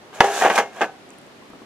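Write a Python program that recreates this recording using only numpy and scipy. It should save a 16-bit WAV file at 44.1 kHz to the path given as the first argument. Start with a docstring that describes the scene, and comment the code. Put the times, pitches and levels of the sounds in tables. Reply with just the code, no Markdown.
"""A concrete porch in quiet outdoor air: a thin steel cone with a pot in it is set down close to the microphone.
Its rim strikes and rings, drags over the grit, judders, drops flat and rocks once more as the hand lets go.
Knocks are damped modes with a splash of noise; the drag is random grains, coloured and ringing the cone.
Short bursts of noise make slab thuds, tiny ticks, faint pings and soft bumps.
The porch adds short reflections, and the first strike overloads the recorder."""
import sys
import numpy as np
from scipy import signal
from scipy.fft import rfft, irfft
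from scipy.io import wavfile

SR = 44100
rng = np.random.default_rng(int(sys.argv[2]) if len(sys.argv) > 2 else 0)


def transcribe(signal):
    """Save signal, clipped to [-1, 1], as a 16-bit WAV file at the path in sys.argv[1]."""
    frames = np.atleast_2d(signal).T
    limited = np.clip(frames, -1, 1)
    pcm = np.round(limited * 32767).astype(np.int16)
    wavfile.write(sys.argv[1], SR, pcm)


N = 72765
TIME = np.arange(N) / SR  # seconds

# All t60 values are the time to fall by 60 dB.

# Outdoor air: (frequency [Hz], level [dB per Hz])
AIR_COLOUR = [(15, -46), (25, -25.5), (233, -1), (432, -3), (508, -5), (665, -5.5), (995, -8.5),
              (1270, -10), (1370, -10.5), (1800, -12), (3720, -17.5), (11500, -32.5), (15400, -43.5)]
# How alike left and right are in the air: (frequency [Hz], likeness [-1 to 1])
AIR_STEREO = [(60, 0.49), (200, 0.77), (450, 0.73), (850, 0.27), (1700, 0), (4000, 0)]
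AIR_DB = -46

# Reflections of the porch: (frequency [Hz], level [dB per Hz])
REFLECTION_COLOUR = [(100, -2.5), (500, 3.5), (2000, -6.5), (6000, 2), (15000, -13.5)]
PORCH_T60_S, PORCH_DB, PORCH_DELAY_S = 0.21, -16, 0.011

# How alike left and right are in all other noise: (frequency [Hz], likeness [-1 to 1])
NEAR_STEREO = [(60, 1), (200, 0.93), (1000, 0.97), (2000, 0.91), (4000, 0.18), (8000, 0.42), (15000, 0.22)]

# The cone's weight thuds on the slab: (time [s], level [dB])
SLAB_THUDS = [(0.2048, -18), (.221, -27), (0.446, -42), (0.479, -39)]
# Tone of the slab: (frequency [Hz], level [dB per Hz])
THUD_COLOUR = [(20, 15), (40, 4), (100, 1), (230, 9), (500, -28), (2000, -63)]
THUD_T60_S = 0.028

# Tiny ticks of the hot metal and its wire handle: (time [s], level [dB], centre [Hz])
METAL_TICKS = [(.733, -47, 7000), (0.765, -43, 6960), (1.0915, -48, 7700), (1.1045, -40, 7400),
               (1.134, -51, 9300), (1.1852, -43.5, 9800), (1.2148, -49, 8200), (1.2653, -50, 7900),
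               (1.501, -59, 12000)]
TICK_T60_S, TICK_OCTAVES = 0.011, 0.12  # octaves per 6 dB of fall

# Faint narrow pings of the wire handle: (time [s], level [dB], centre [Hz])
HANDLE_PINGS = [(1.105, -51, 2620), (1.135, -50, 2620), (1.42, -43, 1000)]
PING_T60_S, PING_OCTAVES = 0.061, 0.064  # octaves per 6 dB of fall

# Soft bumps as the arm moves away: (time [s], level [dB])
ARM_BUMPS = [(1.502, -39.5), (1.533, -39.5), (1.552, -44), (1.618, -38.5)]
# Tone of the bumps: (frequency [Hz], level [dB per Hz])
SOFT_BUMP_COLOUR = [(60, -25), (150, -7.5), (280, 11.5), (550, -4), (1200, -5), (3000, -30), (9000, -38)]
BUMP_T60_S = 0.06

# Gritty treble of the dragged rim: (time [s], level [dB])
GRIT_LEVEL = [(.12, -71), (.15, -45), (.2, -51), (.21, -32), (.3, -37.5), (.368, -29), (.42, -29.5),
              (.49, -37), (.55, -35), (.561, -24), (.574, -34), (.587, -23.5), (.625, -53.5), (.70, -64.5),
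              (.74, -56), (.80, -49), (.818, -44.5), (.852, -48), (.88, -72)]
# Tone of the grit: (frequency [Hz], level [dB per Hz])
GRIT_TONE = [(300, -37), (1500, -12), (2600, -16), (3500, 0), (4800, -5), (6700, 1), (8500, -6.5),
             (11000, -8), (15000, -21.5)]
# Rasp in the cone as the rim drags: (time [s], level [dB])
RASP_LEVEL = [(.115, -91), (.13, -40), (.2, -39), (.23, -28.5), (.32, -29.5), (.40, -26), (.46, -16.5),
              (.492, -27), (.55, -26.5), (.59, -18), (.635, -34.5), (.70, -53), (.76, -40), (.805, -35),
              (.85, -34.5), (.92, -84)]
# Tone of the rasp: (frequency [Hz], level [dB per Hz])
RASP_TONE = [(70, -40), (150, -26), (220, -17.5), (320, -11.5), (430, -5.5), (560, -5), (680, 2.5),
             (790, -1), (1000, -4.5), (1450, -8), (1630, -2), (1850, -12), (2300, -10.5), (2600, -11),
             (3200, -14.5), (4500, -37.5)]
GRAINS_PER_S = 5000
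# The cone's ring under the drag, against the rasp; extra damping by the ground
RUB_DB, RUB_T60_S = -8.5, 0.6

# The rim meets the concrete: (time [s], level [dB], brightness [Hz], free ringing [dB])
RIM_KNOCKS = [(0.2055, 9.5, 3600, -4), (0.2144, -6, 3000, -10), (0.22, -34, 4030, -15),
              (.238, -14, 2500, 0.5), (.252, -12, 1800, -22), (.412, -12.5, 1800, 1), (.421, -8, 2460, 2.5),
              (0.43, -23, 2500, -20.5), (.4373, -7, 1570, -25), (.447, -11, 2160, 7),
              (0.4492, -5, 1800, -29), (.459, -10, 2500, -15), (0.4629, -9, 2200, -8),
              (.469, -12.5, 2200, -14), (.479, -14, 2200, -18), (.500, -6, 3940, -2), (.5045, -9, 2230, 2),
              (0.5123, -11, 2200, -11), (.526, -24.5, 2200, -14), (0.557, -14.5, 9000, 7.5),
              (0.5719, -21, 4000, -7), (.578, -3, 4070, -1.5), (.5855, -9, 6100, -14),
              (0.5919, -16.5, 3040, -28), (.600, -11, 2030, 0), (.8088, -10.5, 1790, 0),
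              (0.8142, -4.5, 2190, -15), (0.8194, -9.5, 3000, 0), (.8245, -14.5, 1990, -26),
              (.832, -13.5, 1490, -36), (.8425, -13.5, 1590, -10), (.851, -45, 2000, -18)]
# The cone's ringing: (frequency [Hz], level while tilted [dB], level once seated [dB], t60 while tilted [s])
CONE_RING = [(211, -20, -13, 0.29), (402, -6.5, -27, 0.48), (439, -11.5, -22, 0.57),
             (534.4, -24, -30, 0.78), (625, -24, -18, 0.48), (654.5, -9.5, -18, 0.54), (707, -12.5, -16, 1),
             (757, -12.5, -9, 0.43), (800, -1, 0.5, 0.32), (896, -11, -12, .3), (1095, -7, -22, 0.28),
             (1517, -38, -1, .25), (1686, -15.5, -16, .4), (1807, -17.5, -31, 0.74), (1915, -18, -25, 0.29),
             (2133, -31, -12, 0.39), (2440, -42, 2, 0.1), (2772, -22, -29, 0.77)]
RING_DB, STRIKE_SCATTER_DB = -19, 2.5  # the scatter serves ring and clack

# Broad resonances of cone and pot that die at once: (frequency before detuning [Hz], level [dB], t60 [s])
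CLACK_MODES = [(406, -9.5, 0.023), (761, 1.5, 0.026), (923, -8.5, 0.051), (1180, -6, 0.023),
               (1709, -3, 0.042), (2090, -20, 0.013), (2540, -17, 0.075), (3040, -18, 0.021),
               (5850, -21, 0.015)]
CLACK_DB = -4.5
CLACK_DETUNE_OCTAVES = 0.13  # once seated, the clack shifts with the point of contact

# The crowd of close sheet-metal modes: (frequency [Hz], level [dB per Hz])
SHEET_COLOUR = [(100, -6), (220, -14), (320, -5), (500, 0.5), (820, 5.5), (1100, -5.5), (1350, -1),
                (1600, -15.5), (1850, -8), (2100, -1), (2350, -15), (2560, -8.5), (2800, -8), (3200, -8.5),
                (4000, -16), (6200, -14), (15000, -31)]
# Decay of the sheet metal while tilted: (frequency [Hz], t60 [s])
SHEET_DECAY = [(100, 0.084), (500, 0.07), (2000, 0.079), (6000, 0.06), (15000, 0.075)]
SHEET_DB = -8

# Once the whole rim touches, ring and splash keep only a share of their t60
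SEATED_S, SEATED_RING_SHARE, SEATED_SPLASH_SHARE = 0.4, 0.74, 0.91
LOW_CUT_HZ = 195.4  # the thin wall radiates no bass
LEFT_LAG_S, LEFT_DB = 0.00004, 0.28  # the left channel against the right

LIMIT_DB, LIMIT_ATTACK_S, LIMIT_RELEASE_DB_PER_S = -0.5, 0.0043, 298
CEILING, CUTOFF_HZ = 0.99, 15500


def from_db(db):
    """Turn decibels into gain."""
    return 10 ** (np.asarray(db) / 20)


def rms_one(x):
    """Scale to unit rms."""
    return x / np.sqrt(np.mean(x ** 2) + 1e-20)


def at_hz(points, hz):
    """Read a table on a log-frequency axis."""
    table_hz, values = np.transpose(points)
    return np.interp(np.log(np.maximum(hz, 1)), np.log(table_hz), values)


def level(rows):
    """Draw a gain envelope through (time, dB) rows; practically silent outside them."""
    return from_db(np.interp(TIME, *np.transpose(rows), left=-120, right=-120))


def decay(t60, size):
    """Fall exponentially from 1, by 60 dB in each t60."""
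    return from_db(-60 * TIME[:size] / t60)


def add(out, s, sound):
    """Mix a sound in from time s."""
    start = int(s * SR)
    out[:, start:start + sound.shape[-1]] += sound[..., :N - start]


def coloured(colour, pair, likeness=NEAR_STEREO):
    """Shape two signals into mid and side of one stereo sound of this colour and width; rms 1."""
    size = pair.shape[-1]
    hz = np.arange(size // 2 + 1) * SR / size
    mid, side = rfft(pair) * from_db(at_hz(colour, hz))
    alike = np.clip(at_hz(likeness, hz), -0.998, 0.998)
    spectrum = np.sqrt(1 + alike) * mid + np.sqrt(1 - alike) * side * [[1], [-1]]
    return rms_one(irfft(spectrum, size))


def noise(colour, size, likeness=NEAR_STEREO):
    """Make steady stereo noise of a given colour."""
    return coloured(colour, rng.standard_normal((size, 2)).T, likeness)


def burst(colour, t60, size=8000):
    """Coloured noise that starts at once and dies away."""
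    return noise(colour, size) * decay(t60, size)


def peak_at(hz, octaves):
    """A colour that falls 6 dB for every so many octaves from its centre."""
    return [(hz * 2 ** (k * octaves), -abs(k) * 6) for k in (-8, 0, 8)]


def modes(table, scatter_db, size):
    """Damped sines of alternating sign, each struck with a strength of its own if scattered."""
    out = np.zeros(size)
    for k, (hz, db, t60) in enumerate(table):
        strength = (-1) ** k * from_db(db + scatter_db * rng.normal())
        out += strength * np.sin(2 * np.pi * hz * TIME[:size]) * decay(t60, size)
    return out


def air():
    """Quiet outdoor air is steady coloured noise."""
    return from_db(AIR_DB) * noise(AIR_COLOUR, N, AIR_STEREO)


def porch(x, size=22000):
    """Short diffuse reflections from the brick wall and the roof, as a decaying noise tail."""
    tail = noise(REFLECTION_COLOUR, size) * decay(PORCH_T60_S, size)
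    tail = tail * (TIME[:size] > PORCH_DELAY_S)
    response = rms_one(tail) / np.sqrt(size)
    return from_db(PORCH_DB) * signal.fftconvolve(x, response, axes=1)[:, :N]


def small_sounds():
    """Thuds of the slab, tiny ticks and pings of the metal, and dull bumps are short noise bursts."""
    out = np.zeros((2, N))
    for s, db in SLAB_THUDS:
        add(out, s, from_db(db) * burst(THUD_COLOUR, THUD_T60_S))
    for s, db, hz in METAL_TICKS:
        add(out, s, from_db(db) * burst(peak_at(hz, TICK_OCTAVES), TICK_T60_S))
    for s, db, hz in HANDLE_PINGS:
        add(out, s, from_db(db) * burst(peak_at(hz, PING_OCTAVES), PING_T60_S))
    for s, db in ARM_BUMPS:
        add(out, s, from_db(db) * burst(SOFT_BUMP_COLOUR, BUMP_T60_S))
    return out


def cone_modes(s):
    """The ground favours other modes, and damps them, once the cone is seated."""
    if s > SEATED_S:
        return [(hz, seated_db, t60 * SEATED_RING_SHARE) for hz, _, seated_db, t60 in CONE_RING]
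    return [(hz, tilted_db, t60) for hz, tilted_db, _, t60 in CONE_RING]


def grains():
    """Sand grains catch under the rim at random, each with a random strength on either channel."""
    caught = rng.random(N) < GRAINS_PER_S / SR
    return caught * rng.standard_normal((2, N))


def scrape(size=22000):
    """The dragged rim hisses on the grit, makes the cone rasp and keeps its modes ringing."""
    ring = modes(cone_modes(0), 0, size) * decay(RUB_T60_S, size)
    ring = rms_one(ring) / np.sqrt(size)
    drive = level(RASP_LEVEL) * rms_one(grains()[0])
    rubbed = signal.fftconvolve(drive, ring)[:N]
    hiss = level(GRIT_LEVEL) * coloured(GRIT_TONE, grains())
    rasp = level(RASP_LEVEL) * coloured(RASP_TONE, grains())
    return hiss + rasp + from_db(RUB_DB) * rubbed


def clack(s, size):
    """Broad, quickly damped resonances of cone and pot."""
    octaves = CLACK_DETUNE_OCTAVES * (s > SEATED_S)
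    table = [(hz * 2 ** (octaves * rng.uniform(-1, 1)), db, t60) for hz, db, t60 in CLACK_MODES]
    return modes(table, STRIKE_SCATTER_DB, size)


def sheet(share, size):
    """Modes too close to tell apart: noise split into octaves, each with its own decay."""
    rest, out = noise(SHEET_COLOUR, size), 0
    for top_hz in 250 * 2 ** np.arange(7):
        low_pass = signal.butter(2, top_hz, fs=SR, output="sos")
        band = signal.sosfiltfilt(low_pass, rest)
        rest = rest - band
        t60 = share * at_hz(SHEET_DECAY, top_hz / np.sqrt(2))  # read at mid-octave
        out = out + band * decay(t60, size)
    return out


def knocks(size=26000):
    """Each contact gives a clack, a splash of sheet metal and a ring, through its own treble roll-off."""
    out = np.zeros((2, N))
    for s, db, bright_hz, ring_db in RIM_KNOCKS:
        splash_share = SEATED_SPLASH_SHARE if s > SEATED_S else 1
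        blow = from_db(CLACK_DB) * clack(s, size)
        blow = blow + from_db(SHEET_DB) * sheet(splash_share, size)
        blow = blow + from_db(RING_DB + ring_db) * modes(cone_modes(s), STRIKE_SCATTER_DB, size)
        soft = np.exp(-2 * np.pi * bright_hz / SR)  # one-pole low-pass
        add(out, s, from_db(db) * signal.lfilter([1 - soft], [1, -soft], blow))
    low_cut = signal.butter(4, LOW_CUT_HZ, "high", fs=SR, output="sos")
    return signal.sosfilt(low_cut, out)


def scene():
    """The cone stands a little to the right, so the left side hears it later; air and porch surround it."""
    left, right = knocks() + scrape()
    late_left = from_db(LEFT_DB) * np.interp(TIME - LEFT_LAG_S, TIME, left)
    near = np.array([late_left, right]) + small_sounds()
    return near + porch(near) + air()


def record(dry):
    """A limiter ducks after loud peaks, what slips past it is flattened, and the top is cut."""
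    peak_db = 20 * np.log10(np.abs(dry).max(axis=0) + 1e-9)
    over = np.maximum(peak_db - LIMIT_DB, 0)
    recovery = LIMIT_RELEASE_DB_PER_S * TIME
    held = np.maximum.accumulate(over + recovery) - recovery  # peaks recover at a steady dB rate
    lag = np.exp(-1 / (LIMIT_ATTACK_S * SR))
    ducked = dry * from_db(-signal.lfilter([1 - lag], [1, -lag], held))
    clipped = ducked / (1 + np.abs(ducked / CEILING) ** 10) ** (1 / 10)
    top_cut = signal.ellip(10, 0.05, 70, CUTOFF_HZ, fs=SR, output="sos")
    return signal.sosfilt(top_cut, clipped)


dry = scene()
out = record(dry)
transcribe(out)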